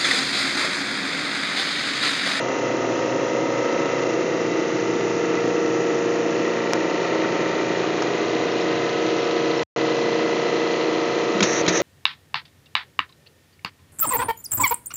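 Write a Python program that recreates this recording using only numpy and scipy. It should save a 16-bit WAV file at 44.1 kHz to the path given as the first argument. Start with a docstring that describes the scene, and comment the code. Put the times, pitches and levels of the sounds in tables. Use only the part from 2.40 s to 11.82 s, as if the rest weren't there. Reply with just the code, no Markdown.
"""Apple grinder and air jack.

A home-made grinder runs empty in a workshop: a motor belts a toothed drum in a plywood hopper.
Each shaft turn shakes the frame, which hums, knocks and rattles as the microphone is carried round it.
Near the end an air-driven jack pumps twice: clacks, thuds, exhaust hiss. One tick, one dropout."""
import sys
import numpy as np
from scipy import signal
from scipy.fft import rfft, irfft, next_fast_len
from scipy.io import wavfile

SR = 44100
rng = np.random.default_rng(int(sys.argv[2]) if len(sys.argv) > 2 else 0)


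def wav_out(sig):
    """Save sig, one row per channel (or a flat mono array), as 16-bit PCM at SR to the path in sys.argv[1]."""
    wavfile.write(sys.argv[1], SR, np.round(np.clip(np.atleast_2d(sig).T, -1, 1) * 32767).astype(np.int16))


N = 415422
TIME_S = np.arange(N) / SR

SHAFT_HZ, FLAP_HZ = 29.195, 19.98
LAP_S, LAP_PEAK_S, LAP_ORDER, LAP_DEPTH_DB = .378, 2.53, 11, 3
TICK_S, LINK_S, LINK_DB = 4.3344, 5.622, -26
DROPOUT_START_S, DROPOUT_END_S = 7.2335, 7.3613

# microphone stops, part: arrive_s, leave_s, fade_s
VISITS = {"hopper": (-1, 1.93, 0.088), "pulley": (1.72, 3.9, 0.22), "jack": (4.06, 5.79, 0.17),
          "press": (5.77, 10, 0.22)}
# frame hum: shaft_order, level_db
FRAME_HUM = [(2, -29), (3, -32.5), (4, -25.5), (5, -22), (6, -21.5), (7, -18.5), (8, -10.5), (9, -19),
             (10, -11.5), (12, -10), (13, -14.5), (15, -17.5), (17, -11.5), (20, -16), (21, -13.5),
             (22, -14), (23, -14.5), (24, -16), (25, -16)]
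# harmonics each part radiates best, shaft_order: level_db
HOPPER_HUM = {9: -38, 10: -42.5, 11: -37.5, 13: -42.5, 17: -33, 23: -43.5, 30: -46.5, 33: -44.5, 42: -46,
              44: -47, 70: -47, 93: -49}
PULLEY_HUM = {6: -40, 11: -29.5, 12: -34.5, 13: -34, 23: -44, 29: -48.5, 47: -47.5, 65: -50.5, 93: -51, 94:
              -53.5}
JACK_HUM = {6: -41, 11: -32.5, 12: -37.5, 13: -33.5, 15: -45.5, 21: -38, 24: -39.5, 46: -48, 68: -49.5, 70:
            -44.5, 81: -48.5}
PRESS_HUM = {6: -42.5, 11: -30.5, 12: -36.5, 13: -36, 15: -42, 21: -37.5, 23: -45.5, 24: -40, 25: -39, 33:
             -51, 34: -41, 35: -45.5, 44: -43, 68: -44.5, 70: -45}
# harmonics swelling through the room's standing waves, shaft_order: time_s, level_db
DRONES = { 14: [(0, -47.5), (2.3, -46.5), (3.1, -39), (4.3, -41), (4.7, -33), (5.3, -32.5), (5.9, -32),
          (6.4, -43), (7, -45)], 16: [(0.1, -44), (0.8, -35.5), (1.7, -29), (2.2, -30), (3.1, -24.5),
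          (3.8, -25), (4.7, -35), (5.5, -33.5), (6.0, -29), (7.0, -26), (7.7, -25), (9.2, -29)],
          18: [(0, -34.5), (1.5, -37), (1.85, -35), (2.35, -34), (2.7, -55), (3.4, -49), (4.4, -34.5),
          (6, -46.5)], 19: [(0, -36.5), (1.2, -29.5), (1.6, -32), (2.1, -48), (2.6, -40), (3.3, -36),
          (5.15, -32.5), (5.8, -38), (6.3, -35)], 31: [(0, -37.5), (1.6, -46), (1.85, -47), (2.1, -39.5),
          (3.4, -45.5), (5.2, -39), (6.1, -50.5), (7.6, -39.5)], 32: [(0, -38.5), (1.7, -39.5), (1.98, -51),
          (2.3, -42), (3.2, -40), (5.2, -44), (6.0, -54), (7.6, -47.5)], 45: [(0.9, -49), (1.2, -42),
          (1.42, -35), (1.7, -46.5), (3.5, -45), (4.5, -54)], 69: [(1.8, -48), (2.0, -50), (3.9, -49),
          (4.9, -50.5), (5.8, -47), (7.5, -47)]}
# motor and belt tones: pitch_hz, level_db
MAINS_TONES = [(120, -57.5), (360, -40)]
BELT_TONES = [(131.5, -51.5), (146, -52.5), (161, -57.5), (248, -55.5), (277.3, -50.5), (306.5, -44.5),
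              (389, -43.5), (423.3, -47.5), (452.5, -51.5)]
# slack side of the belt: flap_order, level_db
FLAP_HARMONICS = [(15, -48.5), (17, -46.5), (20, -38.5), (21, -49), (22, -50), (23, -50), (24, -42),
                  (25, -38.5), (27, -53.5), (31, -52.5), (33, -51.5)]
# hopper air resonance: time_s, pitch_hz, level_db
CAVITY_PATH = [(0, 520, -40), (1.2, 522.4, -36.5), (2.0, 499.5, -36.5), (2.701, 489, -49), (4, 477, -48)]
# three knocks a turn: phase_turns, level_db
BEATS = [(.875, 0), (.485, -3), (.28, -6)]
# levels along the walk: time_s, level_db
KNOCK_LEVELS = [(0, -37), (1.3, -32), (2.0, -39), (2.9, -37.5), (4.2, -48.5), (6.4, -42.5), (7.6, -33.5),
                (9.4, -31)]
RUMBLE_LEVELS = [(0, -40.5), (1.4, -41), (2.7, -42), (4.3, -43), (6.3, -40), (7.1, -46), (7.6, -49.5),
                 (9.4, -48.5)]
RIM_LEVELS = [(1.9, -45), (2.17, -25), (2.28, -37), (2.38, -27.5), (2.55, -29), (2.65, -32), (2.9, -33),
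              (3.1, -41)]
# shaft slams, pings of the jack's fittings: start_s, level_db
SLAMS = [(0.033, -32), (1.344, -27), (2.116, -28), (2.527, -30), (2.938, -25), (3.041, -26), (3.075, -23),
         (3.228, -28), (3.998, -30), (5.302, -24), (5.949, -29), (6.159, -30), (7.557, -30), (7.662, -28)]
FITTING_PINGS = [(6.116, -33), (6.215, -35), (6.795, -34), (6.842, -37), (7.173, -31)]
# metal rattle swells: centre_s, width_s, gain_db
RATTLE_SWELLS = [(1.42, 0.26, 1.5), (2.3, .2, 0.8), (2.94, .08, 1.5)]
# metal rubs: start_s, length_s, from_hz, to_hz, level_db
SQUEAKS = [(2.960, 0.035, 1937, 2060, -28), (4.842, 0.011, 1130, 1620, -23)]
# timber frame booms: start_s, level_db, pitch_hz, hold_s, t60_s
THUDS = [(8.943, -22, 198, .01, 0.21), (9.008, -15, 198, .022, .05), (9.268, -27, 180, 0.045, .3)]
# jack strokes: open_s, open_db, strike_s, strike_db, shut_s, shut_db
STROKES = [(9.0058, -17, 9.0250, -13.5, 9.212, -27), (9.264, -26, 9.278, -15, 9.4015, -25.5)]
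# body responses: freq_hz, gain_db
MOTOR_SPECTRUM = [(45, -34.5), (88, -19), (120, 3.5), (155, 1.5), (200, -7), (260, -13.5)]
PLYWOOD_SPECTRUM = [(90, -44.5), (150, -21.5), (195, -16), (270, -8), (298, -4), (320, 1.5), (342, -3.5),
                    (380, -6), (440, -10.5), (510, -10), (590, -15), (700, -9), (820, -17), (1100, -27)]
METAL_SPECTRUM = [(600, -22.5), (800, -0.5), (920, -4.5), (1100, -1.5), (1230, 2), (1480, -3.5), (1700, -6),
                  (1880, 0.5), (2030, -1), (2230, -9), (2400, -5.5), (2800, -7.5), (3400, -15.5),
                  (5000, -21.5)]
DRUM_SPECTRUM = [(2000, -6), (2900, -1.5), (3500, -3.5), (4100, -1), (4700, -8.5), (5500, -13),
                 (7500, -33.5)]
BEARING_SPECTRUM = [(3500, -18), (4800, -6.5), (5500, -1), (6100, 2.5), (6450, -1.5), (6850, 0),
                    (7300, -17.5), (7900, -24.5)]
CLACK_SPECTRUM = [(100, -13), (200, 0), (400, 11), (800, 0), (1300, -1), (2000, 5), (3000, -1.5),
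                  (3800, 1.5), (5000, -3.5), (6200, 1.5), (6900, -0.5), (7500, -23)]
EXHAUST_SPECTRUM = [(400, -5), (1200, -7), (1900, 2.5), (3200, -15), (3850, -4), (4250, -15), (5200, -14),
                    (5620, 2), (5950, 2.5), (6200, 1), (6450, 1), (6650, -7), (6850, -10), (7300, -25)]
# ringing modes: pitch_hz, gain_db, t60_s
HOPPER_MODES = [(318, 10.5, 0.025), (370, 0.5, 0.031), (490, 5, 0.024), (690, -2, 0.024)]
RIM_MODES = [(1900, -9.5, .04), (2016, 0, .055)]
TICK_MODES = [(1150, -2, 0.002), (2170, -5, 0.0018), (5500, -6, 0.0028), (14000, -13, .002)]
LINK_MODES = [(1010, 5, .022), (1244, 8, 0.025), (4930, -5, .014), (5450, 0, 0.015), (5990, -9, .014)]
FITTING_MODES = [(5370, -1.5, .075)]
VALVE_MODES = [(1480, -1, 0.047), (2300, 4, 0.026), (3210, 2, 0.026)]
PISTON_MODES = [(115, -6, 0.045), (1290, -4, 0.019), (3780, 0, .03)]
SEAT_MODES = [(130, -3, .03), (580, 13.5, 0.053)]


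def from_db(db):
    """Decibels to gain."""
    return np.exp(np.asarray(db, np.float32) * np.float32(np.log(10) / 20))


def unit_rms(x):
    """Scale to rms 1."""
    return x / np.sqrt(np.mean(x ** 2) + 1e-20)


def sine(cycles):
    """Sine of a phase in cycles."""
    return np.sin((2 * np.pi * (cycles - np.floor(cycles))).astype(np.float32))


def gain_curve(levels):
    """Gain through time_s, level_db points."""
    return from_db(np.interp(TIME_S, *np.transpose(levels)))


def drift(rate_hz):
    """Low-passed random curve, spread 1."""
    hop, settle = 100, 2000
    pole = np.exp(-2 * np.pi * rate_hz * hop / SR)
    noise = rng.standard_normal(N // hop + settle + 2)
    slow = signal.lfilter([1], [1, -2 * pole, pole * pole], noise)[settle:]
    slow = unit_rms(slow - slow.mean())
    return np.interp(np.arange(N) / hop, np.arange(len(slow)), slow)


def colour(drive, spectrum):
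    """Drive through a body's response, rms 1."""
    hz, db = np.transpose(spectrum)
    size = next_fast_len(N)
    log_hz = np.log(np.arange(size // 2 + 1) * SR / size + 1)
    outside = np.abs(log_hz - np.clip(log_hz, np.log(hz[0]), np.log(hz[-1])))
    response = from_db(np.interp(log_hz, np.log(hz), db) - 60 * outside)
    return unit_rms(irfft(rfft(drive, size) * response, size)[:N])


def click(start_s):
    """Unit impulse."""
    return signal.unit_impulse(N, round(start_s * SR))


def ring(clicks, hz, t60_s):
    """One mode: a unit click starts a decaying unit sine."""
    pole, step_rad = np.exp(-np.log(1000) / (t60_s * SR)), 2 * np.pi * hz / SR
    feedback = [1, -2 * pole * np.cos(step_rad), pole * pole]
    return signal.lfilter([0, np.sin(step_rad)], feedback, clicks + 1e-18)


def strike(start_s, level_db, modes):
    """One blow rings a body's modes."""
    out, start = np.zeros(N), round(start_s * SR)
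    age_s = TIME_S[:min(SR // 2, N - start)]
    for hz, db, t60_s in modes:
        out[start:start + len(age_s)] += from_db(level_db + db - 60 * age_s / t60_s) * sine(hz * age_s)
    return out


def burst(start_s, level_db, hold_s=.0016, t60_s=.025, rise_s=0):
    """Envelope: onset, hold, decay."""
    age_s = TIME_S - start_s
    onset = np.clip(age_s / rise_s, 0, 1) if rise_s else age_s >= 0
    return onset * from_db(level_db - 60 * np.clip((age_s - hold_s) / t60_s, 0, 2))


def near(part):
    """Microphone nearness to a part, 0 to 1."""
    arrive_s, leave_s, fade_s = VISITS[part]
    return (np.tanh((TIME_S - arrive_s) / (2 * fade_s)) - np.tanh((TIME_S - leave_s) / (2 * fade_s))) / 2


def shaft_turns(wander=.0002, flutter=.0005, skip_turns=.12):
    """Running turn count; the belt tugs at the speed. The beat skips ahead at the dropout."""
    speed_hz = SHAFT_HZ * (1 + wander * drift(.8) + flutter * drift(12))
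    return np.cumsum(speed_hz) / SR + skip_turns * (TIME_S > DROPOUT_START_S)


def belt_lap_db():
    """Belt tension lifts the level once a lap."""
    return LAP_DEPTH_DB * np.cos(2 * np.pi * (TIME_S - LAP_PEAK_S) / LAP_S)


def frame_hum(turns, frame_db=-30.5, wander_db=1.95, parts_db=-.44, smear_rad=.051):
    """Shaft harmonics: the frame's everywhere, each part's when near. The knocks set their phases."""
    power = {round(order): gain_curve(levels) ** 2 for order, levels in DRONES.items()}
    for order, db in FRAME_HUM:
        power[round(order)] = from_db(frame_db + db + wander_db * drift(.72)) ** 2
    for part, harmonics in zip(VISITS, (HOPPER_HUM, PULLEY_HUM, JACK_HUM, PRESS_HUM)):
        nearness = near(part)
        for order, db in harmonics.items():
            power[round(order)] = power.get(round(order), 0) + nearness * from_db(db + parts_db) ** 2
    power[LAP_ORDER] *= from_db(belt_lap_db()) ** 2
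    out = np.zeros(N)
    for order in power:
        push = sum(from_db(db) * np.exp(-2j * np.pi * order * phase) for phase, db in BEATS)
        phase_rad = np.angle(push) + smear_rad * order * drift(.2)
        out += np.sqrt(2 * power[order]) * sine(order * turns + phase_rad / (2 * np.pi))
    return out


def tones(rows, wander_db, waver_cycles):
    """Sines drifting in level and phase."""
    out = np.zeros(N)
    for hz, db in rows:
        out += from_db(db + wander_db * drift(1)) * sine(hz * TIME_S + waver_cycles * drift(2.2))
    return np.sqrt(2) * out


def mains_hum():
    """The motor's mains hum, loudest by the pulley."""
    return from_db(7.5 * near("pulley")) * tones(MAINS_TONES, wander_db=1, waver_cycles=.055)


def belt():
    """The belt drones; its slack side flaps at its own rate."""
    drone = from_db(1.3 * near("press")) * tones(BELT_TONES, wander_db=3, waver_cycles=.12)
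    flap_tones = [(round(order) * FLAP_HZ, db) for order, db in FLAP_HARMONICS]
    return drone + tones(flap_tones, wander_db=2.5, waver_cycles=.074)


def hopper_air(width_hz=21):
    """The drum stirs the hopper's air, which rings in a narrow band."""
    time_s, hz, db = np.transpose(CAVITY_PATH)
    phase_rad = 2 * np.pi * np.cumsum(np.interp(TIME_S, time_s, hz)) / SR
    band = drift(width_hz) * np.cos(phase_rad) + drift(width_hz) * np.sin(phase_rad)
    return from_db(np.interp(TIME_S, time_s, db)) * band


def knocks(turns, uneven_db=4.5, slack_s=.0004):
    """Play lets the shaft knock the hopper three times a turn, unevenly, and sometimes slam."""
    beats = [(i, db) for phase, db in BEATS for i in np.flatnonzero(np.diff(np.floor(turns - phase)))]
    at, beat_db = np.transpose(beats)
    timing, force, *mode_scatter = rng.standard_normal((N // 100, len(HOPPER_MODES) + 2))[:len(at)].T
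    at = np.clip(at + slack_s * SR * timing, 0, N - 1).astype(int)
    force_db = beat_db + uneven_db * np.tanh(force) + belt_lap_db()[at]
    slams = sum(from_db(db) * click(start_s) for start_s, db in SLAMS)
    knocking, slamming = np.zeros(N), np.zeros(N)
    for (hz, db, t60_s), scatter in zip(HOPPER_MODES, mode_scatter):
        clicks = np.zeros(N)
        clicks[at] = from_db(db + force_db + .5 * uneven_db * np.tanh(scatter))
        knocking += ring(clicks, hz, t60_s)
        slamming += from_db(db) * ring(slams, hz, t60_s)
    panels = signal.butter(2, [270, 800], "band", fs=SR, output="sos")  # thin panels, soft blow
    return signal.sosfilt(panels, gain_curve(KNOCK_LEVELS) * unit_rms(knocking) + slamming)


def contacts(turns, spectrum, repeat_db, grain_db, throb_db, patterns=6):
    """Rough surfaces meet alike each turn, shifting along the walk; loose parts chatter. Rms 1."""
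    size = round(SR / SHAFT_HZ)
    angle = (turns % 1 * size).astype(int)
    bumps = rng.standard_normal((patterns, size))
    place = TIME_S / TIME_S[-1] * (patterns - 1)
    row = np.minimum(place.astype(int), patterns - 2)
    blend_rad = (place - row) * np.pi / 2
    repeating = bumps[row, angle] * np.cos(blend_rad) + bumps[row + 1, angle] * np.sin(blend_rad)
    chatter = unit_rms(rng.standard_normal(N) * from_db(grain_db * drift(140)))
    orders = np.arange(1, 12)[:, None]
    cycles = orders * np.arange(size) / size + rng.random(orders.shape)
    pressure = unit_rms(np.sum(sine(cycles) / orders ** .21, axis=0))
    drive = (from_db(repeat_db) * repeating + chatter) * from_db(throb_db * pressure[angle])
    return colour(drive, spectrum)


def motor_rumble(turns):
    """The motor shakes on its mount."""
    rumble = contacts(turns, MOTOR_SPECTRUM, repeat_db=-8, grain_db=1, throb_db=-.1)
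    return gain_curve(RUMBLE_LEVELS) * rumble


def plywood_rattle(turns, dip_db=-.6, dip_turns=.073, flap_db=3.5):
    """Panels rattle, dipping slightly at each knock; belt flap makes them throb, except by the press."""
    level_db = -31.8 + 3.2 * near("hopper") + 1.2 * near("jack")
    level_db += flap_db * (1 - near("press")) * np.cos(2 * np.pi * FLAP_HZ * TIME_S)
    pulses = sum(from_db(db) * np.exp(-(((turns - phase + .5) % 1 - .5) / dip_turns) ** 2)
                 for phase, db in BEATS)
    rattle = contacts(turns, PLYWOOD_SPECTRUM, repeat_db=-17, grain_db=1.5, throb_db=1)
    return from_db(level_db) * unit_rms(from_db(dip_db * pulses)) * rattle


def metal_rattle(turns):
    """The shaft rattles metal parts, drum and bearing; the balance follows the microphone."""
    by_pulley, by_jack, by_press = near("pulley"), near("jack"), near("press")
    swell_db = sum(db * np.exp(-((TIME_S - s) / width_s) ** 2) for s, width_s, db in RATTLE_SWELLS)
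    metal = contacts(turns, METAL_SPECTRUM, repeat_db=-.3, grain_db=1.9, throb_db=.5)
    metal *= from_db(-32 + swell_db - .44 * by_pulley + 1.8 * by_jack + .98 * by_press)
    drum = contacts(turns, DRUM_SPECTRUM, repeat_db=-1.5, grain_db=3, throb_db=1.5)
    drum *= from_db(-44.5 + swell_db + 4.7 * by_jack + 8.66 * by_press)
    bearing = contacts(turns, BEARING_SPECTRUM, repeat_db=-3.5, grain_db=2, throb_db=.5)
    bearing *= from_db(-42.5 - 1.6 * by_jack - 1.9 * by_press)
    return metal + drum + bearing


def pulley_pings(turns, touch_turns=.03, uneven_db=1):
    """The pulley's rim is touched once a turn and rings."""
    touches = np.diff(np.floor(turns - touch_turns), prepend=0) > 0
    clicks = touches * gain_curve(RIM_LEVELS) * near("pulley") * from_db(uneven_db * drift(10))
    return sum(from_db(db) * ring(clicks, hz, t60_s) for hz, db, t60_s in RIM_MODES)


def squeaks():
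    """Metal rubs briefly and chirps upwards."""
    out = np.zeros(N)
    for start_s, length_s, from_hz, to_hz, db in SQUEAKS:
        start, size = round(start_s * SR), round(length_s * SR)
        cycles = np.cumsum(np.linspace(from_hz, to_hz, size)) / SR
        out[start:start + size] += from_db(db) * np.hanning(size) * sine(cycles)
    return out


def tick():
    """One dry, sharp tick."""
    rings = sum(from_db(db) * ring(click(TICK_S), hz, t60_s) for hz, db, t60_s in TICK_MODES)
    return -signal.sosfilt(signal.butter(2, [400, 7600], "band", fs=SR, output="sos"), rings)


def jack_clacks():
    """A loose link clicks, fittings ping; per stroke the valve opens, piston strikes, valve shuts."""
    blows = burst(LINK_S, LINK_DB)
    rings = strike(LINK_S, LINK_DB, LINK_MODES)
    rings += sum(strike(start_s, db, FITTING_MODES) for start_s, db in FITTING_PINGS)
    for open_s, open_db, strike_s, strike_db, shut_s, shut_db in STROKES:
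        blows += burst(open_s, open_db) + burst(shut_s, shut_db)
        blows += burst(strike_s, strike_db, hold_s=.0061, t60_s=.093, rise_s=.004)
        rings += strike(open_s, open_db, VALVE_MODES) + strike(shut_s, shut_db, SEAT_MODES)
        rings += strike(strike_s, strike_db, PISTON_MODES)
    return blows * colour(rng.standard_normal(N), CLACK_SPECTRUM) + rings


def frame_thuds():
    """The timber frame takes the jack's load softly and booms low."""
    return sum(burst(start_s, db, hold_s, t60_s, rise_s=.012) * sine(hz * (TIME_S - start_s))
               for start_s, db, hz, hold_s, t60_s in THUDS)


def jack_exhaust(level_db=-28, attack_s=.008, release_s=.012, swell_db=5, swell_s=.014, sputter_db=2):
    """Air vents through a muffler from piston strike to valve shut, swelling late in the stroke."""
    flow = np.zeros(N)
    for _, _, strike_s, _, shut_s, _ in STROKES:
        venting = np.clip(np.minimum((TIME_S - strike_s) / attack_s, 1 + (shut_s - TIME_S) / release_s),
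                          0, 1)
        peak_s = strike_s + .71 * (shut_s - strike_s)
        swell = 1 / (1 + ((TIME_S - peak_s) / swell_s) ** 2)
        flow += venting * from_db(level_db + swell_db * swell)
    hiss = rng.standard_normal(N) * from_db(sputter_db * drift(60))
    return flow * colour(hiss, EXHAUST_SPECTRUM)


def scene():
    """Grinder and jack, mono."""
    turns = shaft_turns()
    grinder = frame_hum(turns) + mains_hum() + belt() + hopper_air()
    grinder += pulley_pings(turns) + squeaks() + knocks(turns)
    grinder += motor_rumble(turns) + plywood_rattle(turns) + metal_rattle(turns)
    jack = jack_clacks() + frame_thuds() + jack_exhaust()
    return (grinder + jack)[None]


def record(dry):
    """Small microphone: thin bass, narrow band; a faint hiss lies just above the band. One tick, one dropout."""
    gated = dry * ((TIME_S < DROPOUT_START_S) | (TIME_S > DROPOUT_END_S))
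    narrow = signal.sosfilt(signal.ellip(8, .2, 60, 7500, fs=SR, output="sos"), gated)
    narrow = signal.sosfilt(signal.butter(8, 9000, fs=SR, output="sos"), narrow)
    leak = signal.sosfilt(signal.cheby1(5, 1, [7800, 9000], "band", fs=SR, output="sos"), gated)
    mix = narrow + from_db(-10.5) * leak + tick()
    thin = signal.sosfilt(signal.butter(4, 85, "high", fs=SR, output="sos"), mix)
    return signal.sosfilt(signal.ellip(10, .2, 70, 16000, fs=SR, output="sos"), thin)


dry = scene()
out = record(dry)
wav_out(out)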